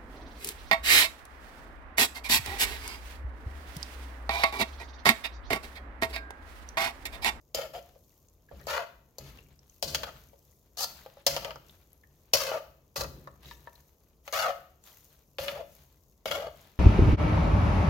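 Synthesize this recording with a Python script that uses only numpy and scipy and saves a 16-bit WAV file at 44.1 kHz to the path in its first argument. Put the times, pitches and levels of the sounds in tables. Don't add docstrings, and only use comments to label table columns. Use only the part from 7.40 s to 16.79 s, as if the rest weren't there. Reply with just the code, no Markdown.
import sys
import numpy as np
from scipy import signal
from scipy.fft import rfft, irfft, next_fast_len
from scipy.io import wavfile
from scipy.ndimage import map_coordinates

SR = 44100
rng = np.random.default_rng(int(sys.argv[2]) if len(sys.argv) > 2 else 0)


def log_audio(samples):
    frames = np.atleast_2d(samples).T
    limited = np.clip(frames, -1, 1)
    pcm = np.round(limited * 32767).astype(np.int16)
    wavfile.write(sys.argv[1], SR, pcm)


N = 414099
TIME = np.arange(N) / SR

# t/s, length/s, time on bare steel/s,
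# swell over that time/dB, drone/dB, clang/dB, rasp/dB, hiss/dB, last push/dB, drone f/Hz, rocking/dB
STROKES = [ (0.146, 0.11, 0.031, 6, -44.5, -49, -40, -43.5, 6, 550, -51),
           (0.337, 0.049, 0.019, 0, -44, -53, -48.5, -52, 6, 610, -63),
           (1.112, 0.095, .04, 2, -50.5, -57.5, -66.5, -73, -17, 540, -50),
           (1.271, 0.15, 0.035, 11.5, -36.5, -32, -33.5, -39, 3, 594, -56),
           (1.784, 0.14, 0.096, 1, -64, -63.5, -57, -59.5, -12, 520, -48),
           (2.427, .2, 0.064, 0.5, -47.5, -54, -49, -40.5, -3, 541.5, -43),
           (2.666, 0.027, .012, 1, -49, -46, -50.5, -58, 0, 588, -66),
           (3.373, 0.063, 0.061, 10, -39.5, -40.5, -43.5, -30.5, -1.5, 680, -55),
           (3.867, 0.25, 0.041, -6.5, -46, -48.5, -40.5, -38.5, 7.5, 555, -44),
           (4.936, .24, 0.032, 1.5, -37, -36, -32.5, -29.5, 5.5, 544.6, -49.5),
           (5.561, 0.07, 0.019, -1.5, -43, -41, -47, -36, -0.5, 510, -40.5),
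           (6.031, 0.1, 0.045, 15, -88, -84, -54, -59, -9, 560, -53.5),
           (6.929, .176, 0.073, 3, -37, -31, -33, -36.5, 8, 640.5, -55.5),
           (7.987, 0.23, 0.062, 2.5, -40.5, -48.5, -42, -43.5, 5, 560.3, -48),
           (8.859, 0.058, 0.017, -9.5, -48, -48.5, -40.5, -47.5, -1.5, 520, -47),
           (8.912, .16, .02, 0, -33.5, -41, -40.5, -43.5, -2.5, 566, -78.5), ]
# from t/s, their extra height/dB, sheen/dB, left over right/dB, four times f/Hz
CONTACT_SPOTS = [(0, 2.5, 4, -0.5, 1390, 3130, 4950, 7160), (1.24, 1, 0.5, 0, 1300, 1720, 4550, 6600),
                 (1.75, 0, 3.5, 0.5, 980, 1160, 4400, 6600), (2.39, -1, -3.5, 0.3, 913, 1456, 3280, 4530),
                 (3.34, -1, -1.5, 0, 820, 1360, 3150, 4120),
                 (3.84, -1.5, -2.5, -0.5, 935, 3100, 4820, 5370),
                 (4.9, 0, -1, -0.6, 1273, 2566, 3000, 5540), (5.53, 2.5, -2, -0.4, 1154, 1937, 2570, 4100),
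                 (5.83, 5.5, -8, -1, 962, 1122, 1767, 3840), (6.84, -2, 1, 0.6, 1298, 1677, 2154, 6300),
                 (7.95, -2.5, 5.5, -0.3, 2936, 3540, 4410, 5020), (8.82, 6, 1.5, 0, 1400, 2210, 2940, 3300)]


def from_db(db):
    return 10 ** (np.asarray(db) / 20)


def rms_one(x):
    return x / np.sqrt(np.mean(np.atleast_2d(x).mean(axis=0) ** 2) + 1e-20)


def at_hz(points, hz):
    f, value = np.transpose(points)
    return np.interp(np.log(hz + 1e-3), np.log(f), value)


def drift(rate_hz):
    knots = rng.standard_normal(N // 10)
    return map_coordinates(knots, [TIME * min(rate_hz, SR / 11)], order=1) * np.sqrt(3 / 2)


def surge(s, rise_s, fall_db_per_s):
    rise = np.clip(1 + (TIME - s) / rise_s, 0, 1)
    return rise ** 2 * from_db(-fall_db_per_s * np.maximum(TIME - s, 0))


def causal(spectrum, size=8192):
    gain = from_db(at_hz(spectrum, np.fft.rfftfreq(size, 1 / SR)))
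    cepstrum = irfft(np.log(gain))
    cepstrum[1:size // 2] *= 2
    cepstrum[size // 2 + 1:] = 0
    return irfft(np.exp(rfft(cepstrum)))


def resonate(x, modes):
    out = x.copy()
    for hz, width, db in modes:
        r = np.exp(-np.pi * width / SR)
        poles = [1, -2 * r * np.cos(2 * np.pi * hz / SR), r * r]
        out += (from_db(db) - 1) * signal.lfilter(np.array([1, 0, -1]) * (1 - r * r) / 2, poles, x)
    return out


def through(x, response):
    return signal.oaconvolve(x, np.atleast_2d(response), axes=-1)[:, :x.shape[-1]]


def stereo_noise():
    # f/Hz, correlation
    likeness = [(100, 0.96), (620, 0.8), (1050, 0.35), (3000, 0.1), (14000, 0.6)]
    size = next_fast_len(N)
    alike = at_hz(likeness, np.fft.rfftfreq(size, 1 / SR))
    mid, side = rfft(rng.standard_normal((2, size)))
    return irfft(np.sqrt(1 + alike) * mid + np.sqrt(1 - alike) * side * [[1], [-1]], size)[:, :N]


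def grains(per_s, spread_db, fade_s, bed):
    onsets = rng.random(N) < per_s / SR
    power = onsets * from_db(spread_db * np.minimum(rng.exponential(1, N), 4)) ** 2
    power = signal.lfilter([1], [1, -np.exp(-1 / (fade_s * SR))], power + 1e-18)
    return rms_one(stereo_noise() * np.sqrt(power / power.mean() + bed))


def kitchen(x, first_s, size=32768):
    # f/Hz, t60/s
    decay_times = [(150, 0.24), (550, 0.46), (1500, 0.49), (4000, 0.5), (8000, 0.39), (15000, 0.7)]
    age, response = np.arange(size) / SR, 0
    hz, white = np.fft.rfftfreq(size, 1 / SR), rfft(stereo_noise()[:, :size])
    edges = np.geomspace(80, 20000, 12)
    for low, high in zip(edges, edges[1:]):
        band = irfft(white * ((hz >= low) & (hz < high)))
        t60 = at_hz(decay_times, np.sqrt(low * high))
        response = response + band * np.exp(-np.log(1000) * age / t60)
    response *= np.clip(age / first_s - 1, 0, 1)
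    return through(x, response / np.linalg.norm(response[0]))


def gas_hob():
    # f/Hz, level/dB
    spectrum = [(18, -31.5), (30, -2), (64, 4), (184, -12), (540, -11), (760, -19), (1070, -18.5),
                (1590, -35.5), (4530, -38.5), (6900, -28), (8520, -46), (14000, -30.5), (16000, -37)]
    return rms_one(through(stereo_noise(), causal(spectrum)))


def rocking(tremble_db, rise_s, fall_db_per_s):
    # f/Hz, level/dB
    spectrum = [(20, -23), (38, -17.5), (52, -1.5), (100, -8.5), (160, -9), (240, -12), (420, -10),
                (600, -19.5), (1200, -36.5), (4000, -59)]
    # f/Hz, width/Hz, height/dB
    grate_modes = [(62.6, 43, 10.5), (137, 11, 14), (199.1, 2.8, 11)]
    power = from_db(tremble_db) ** 2
    for start, *_, rock_db in STROKES:
        power += (from_db(rock_db) * surge(start + rise_s, rise_s, fall_db_per_s)) ** 2
    rumble = through(stereo_noise(), resonate(causal(spectrum), grate_modes))
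    return np.sqrt(power) * rms_one(rumble)


def crackles(per_s, spread_db, cycles, pitches=14):
    out = np.zeros((2, N))
    for hz in np.geomspace(2000, 14000, pitches):
        at = np.flatnonzero(rng.random(N) < per_s / pitches / SR)
        clicks = np.zeros((2, N)) + 1e-18
        clicks[:, at] = from_db(spread_db * (2 * rng.random(len(at)) + rng.random((2, len(at)))))
        r = np.exp(-hz / (cycles * SR))
        poles = [1, -2 * r * np.cos(2 * np.pi * hz / SR), r * r]
        out += signal.lfilter(np.array([1, 0, -1]) * np.sqrt(1 - r), poles, clicks)
    return rms_one(out)


def frying(squelch_db, sizzle_db, crackle_db):
    # peak t/s, rise/s, squelch/dB, sizzle/dB
    tosses = [(0.42, .15, -67, -68), (0.719, 0.41, -79, -70), (1.2, 0.14, -57.5, -66),
              (1.92, 0.15, -59, -68), (2.32, 0.15, -70.5, -68), (2.8, 0.48, -63, -65),
              (3.1, 0.24, -90, -69), (3.6, 0.36, -54.5, -66.5), (4.3, 0.2, -64, -66.5),
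              (4.799, 0.5, -75.5, -73.5), (5.8, .14, -65.5, -70.5), (6.07, 0.09, -56, -61),
              (6.35, 0.11, -70.5, -67), (6.869, 0.053, -55.5, -59), (7.47, 0.084, -57, -57),
              (7.65, 0.055, -73, -68), (8.35, 0.33, -65, -63.5), (8.65, .2, -91, -76),
              (9.199, 0.28, -59.5, -66)]
    # f/Hz, level/dB
    squelch_spectrum = [(300, -13), (600, 7), (1100, 5.5), (2000, 1.5), (4000, 1.5), (6000, -9.5),
                        (9000, -21), (16000, -26.5)]
    # f/Hz, level/dB
    sizzle_spectrum = [(1500, -22), (3500, -7.5), (6500, 4.5), (8300, -8), (10500, -2.5), (13000, 5.5),
                       (16000, 0)]
    wet, hot = from_db(-82), from_db(-78)
    for s, rise_s, wet_db, hot_db in tosses:
        wet = np.hypot(wet, from_db(wet_db) * surge(s, rise_s, fall_db_per_s=58))
        hot = np.hypot(hot, from_db(hot_db) * surge(s, rise_s, fall_db_per_s=53.5))
    clicks = grains(per_s=330, spread_db=4.0, fade_s=0.00076, bed=1.0) * from_db(4.4 * drift(26))
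    bubbles = grains(per_s=860, spread_db=7.0, fade_s=0.00063, bed=1.0)
    ticks = crackles(per_s=120, spread_db=7.5, cycles=6.2)
    squelch = wet * from_db(squelch_db) * rms_one(through(clicks, causal(squelch_spectrum)))
    sizzle = hot * from_db(sizzle_db) * rms_one(through(bubbles, causal(sizzle_spectrum)))
    return squelch + sizzle + np.hypot(wet, hot) * from_db(crackle_db) * ticks


def pops(cycles, gain_db, size=2048):
    # t/s, level/dB, f/Hz
    bursts = [(0.885, -47, 6800), (1.0866, -44, 1680), (1.1967, -51, 1660), (1.211, -45, 1850),
              (1.986, -40.5, 2700), (2.1909, -44, 5570), (2.2971, -40.5, 6340), (4.2949, -42.5, 3570),
              (4.5312, -37, 11700), (4.6349, -46.5, 1840), (6.057, -34.5, 3950), (6.356, -43.5, 4140),
              (7.439, -41, 7250)]
    out, age = np.zeros((2, N + size)), np.arange(size) / SR
    for s, db, hz in bursts:
        at = int(s * SR)
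        ring = np.sin(2 * np.pi * hz * age) * np.exp(-age * hz / cycles)
        puff = rng.standard_normal((2, size)) * np.exp(-age * hz / (3 * cycles))
        pop = through(puff, ring)
        out[:, at:at + size] += from_db(db + gain_db) * pop / np.abs(pop).max()
    return out[:, :N]


def spot_at(s):
    return np.searchsorted([row[0] for row in CONTACT_SPOTS[1:]], s)


def wok_responses(spot_db, spot_q):
    # f/Hz, level/dB
    sheet_spectrum = [(150, -6.5), (330, -7), (480, 5), (800, 2.5), (1500, -3), (2400, 1.5), (3600, -3),
                      (4700, 0), (6800, -1), (8200, -11.5), (10000, -9.5), (12500, -4.5), (15500, -8)]
    # f/Hz, width/Hz, height/dB
    steel_modes = [(531.8, 20, 11.5), (561.2, 19, 16), (636.5, 16, 12.5), (679, 15, 9), (1172, 40, 9),
                   (1266, 44, 8.5), (1363, 16, 10), (2584, 13, 5), (2870, 70, 5.5), (4140, 37, 7),
                   (4497, 37, 11.5), (4977, 72, 7.5), (5430, 18, 4), (5700, 44, 0), (6160, 15, 2.5),
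                   (6750, 7.1, 4)]
    edges = [100, 820, 1700, 3600, 18000]
    sheen_hz, sheen_width_hz = 12370, 4300
    sheet = causal(sheet_spectrum)
    filters = [signal.butter(4, band, "band", fs=SR, output="sos") for band in zip(edges, edges[1:])]
    responses = []
    for _, height_db, sheen_db, pan_db, *pitches in CONTACT_SPOTS:
        spot_modes = [(hz, hz / spot_q, spot_db + height_db) for hz in pitches]
        body = resonate(sheet, steel_modes + spot_modes)
        body = resonate(body, [(sheen_hz, sheen_width_hz, sheen_db)])
        bands = [signal.sosfilt(sos, body) for sos in filters]
        pan = from_db([[pan_db / 2], [-pan_db / 2]])
        responses.append([band / np.linalg.norm(band) * pan for band in bands])
    return responses


def stroke_controls(stroke, land_s, lift_s, ring_s=0.25):
    # drone, clang, rasp, hiss, each in dB per s
    muffling = [0.0, 35.0, 70.0, 125.0]
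    push_lead_s, clang_lead_s, push_width_s = 0.019, 0.048, 0.025
    clang_share, pitch_rise = 0.9, 0.19
    start, length, bare_s, swell_db, *levels, push_db, hz, _ = stroke
    span = slice(int((start - land_s) * SR), int((start + length + ring_s) * SR))
    age = TIME[span] - start
    touch = np.interp(age, [-land_s, 0, length, length + lift_s], [0, 1, 1, 0])
    pressure_db = swell_db * np.minimum(age / bare_s - 1, 0)
    buried_s = np.maximum(age - bare_s, 0)
    drone, clang, rasp, hiss = [touch * from_db(db + pressure_db - fade * buried_s)
                                for db, fade in zip(levels, muffling)]
    push, early_push = [np.exp(-((age - length + lead) / push_width_s) ** 2)
                        for lead in (push_lead_s, clang_lead_s)]
    clang *= from_db(clang_share * push_db * early_push)
    drone *= from_db(push_db * push)
    return span, [drone, clang, rasp, hiss], hz * (1 + pitch_rise * push)


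def scrapes(responses, rim_delay_s, rim_echo, flutter_db, drone_width_hz, drone_db, band_db):
    slips = grains(per_s=1900, spread_db=3.0, fade_s=0.00056, bed=0.5) * from_db(flutter_db * drift(130))
    lag = rim_delay_s * from_db(1.6 * drift(9))
    echo = np.array([np.interp(TIME - lag, TIME, side) for side in slips])
    slips = rms_one(slips + rim_echo * echo)
    judder = drift(drone_width_hz) + 1j * drift(drone_width_hz)
    judder /= np.sqrt(np.abs(judder) + 0.14)
    out = np.zeros((2, N))
    for stroke in STROKES:
        span, gains, pitch = stroke_controls(stroke, land_s=0.004, lift_s=0.028)
        for band, gain, db in zip(responses[spot_at(stroke[0])], gains, band_db):
            out[:, span] += through(slips[:, span] * gain * from_db(db), band)
        drone = np.real(judder[span] * np.exp(2j * np.pi * np.cumsum(pitch) / SR))
        out[:, span] += from_db(drone_db) * gains[0] * drone
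    return out


def knocks(responses, chatter_s, crack, crack_s, band_db, size=4096):
    # t/s, drone/dB, clang/dB, rasp/dB, hiss/dB
    blows = [(0.1468, -33.5, -64, -41.5, -31.5), (0.1845, -32.5, -43, -48, -54), (0.35, -44, -54, -48, -61),
             (0.557, -55.5, -78, -85, -77), (1.113, -46.5, -64, -79, -87), (1.2693, -37, -42, -72, -46.5),
             (1.784, -45, -69, -68, -44.5), (2.4263, -33.5, -46, -41, -32), (2.547, -41, -34.5, -29, -29.5),
             (2.633, -42, -34, -39.5, -44), (2.932, -57.5, -80, -85, -81), (3.661, -45, -51, -58, -66),
             (3.77, -51, -57, -79, -84), (3.866, -26.5, -32, -31, -21), (3.9646, -32, -34, -35.5, -37.5),
             (4.047, -40, -42, -37.5, -46.5), (4.107, -58, -40, -42.5, -57),
             (4.158, -50.5, -42.5, -62, -59), (4.9361, -24.5, -37, -28, -21.5),
             (5.1158, -33, -36, -41.5, -66), (5.56, -39, -40, -40.5, -48), (5.609, -37, -35.5, -42, -35.5),
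             (5.643, -45, -40.5, -51, -59), (5.873, -50.5, -41.5, -67.5, -65),
             (6.111, -71, -43, -49, -58.5), (6.272, -51.5, -42, -55.5, -88),
             (6.8776, -46, -43.5, -45.5, -52.5), (6.926, -39.5, -49, -56, -40),
             (7.9844, -34, -39, -36.5, -51.5), (8.082, -43, -38, -31.5, -53),
             (8.8568, -31, -47.5, -42, -44), (8.913, -40, -34.5, -32, -42)]
    out, noise, age = np.zeros((2, N + size)), stereo_noise(), np.arange(size) / SR
    hardest_db = np.array(blows)[:, 1:].max()
    for s, *levels in blows:
        at = int(s * SR)
        chatter = chatter_s * from_db(0.13 * (max(levels) - hardest_db))
        force = np.exp(-(age / chatter) ** 2) + crack * np.exp(-age / crack_s)
        for band, db, trim_db in zip(responses[spot_at(s)], levels, band_db):
            ring = through(noise[:, at:at + size] * force, band)
            out[:, at:at + size] += from_db(db + trim_db) * rms_one(ring)
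    return out[:, :N]


def scene():
    free = wok_responses(spot_db=10.0, spot_q=20.0)
    pressed = wok_responses(spot_db=4.0, spot_q=27.0)
    wok = knocks(free, chatter_s=0.015, crack=3.6, crack_s=0.0004, band_db=[-8.5, -14.0, -12.5, -8.5])
    wok += scrapes(pressed, rim_delay_s=0.0022, rim_echo=0.7, flutter_db=2.07,
                   drone_width_hz=60, drone_db=-2.0, band_db=[-8.0, -3.5, -6.0, -1.5])
    wok += pops(cycles=4.8, gain_db=-3.5)
    wok += frying(squelch_db=-3.5, sizzle_db=1.0, crackle_db=-13.0)
    rumble = rocking(tremble_db=-68.0, rise_s=0.023, fall_db_per_s=47.5)
    hob = from_db(-67.5) * gas_hob()
    room = from_db(-10.5) * kitchen(wok, first_s=0.0028)
    return (wok + room) * from_db([[1.7], [-2.1]]) + (rumble + hob) * from_db([[0.8], [-0.8]])


def record(dry):
    cutoff_hz = 15800
    return signal.sosfilt(signal.ellip(10, 0.2, 80, cutoff_hz, fs=SR, output="sos"), dry)


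dry = scene()
out = record(dry)
log_audio(out)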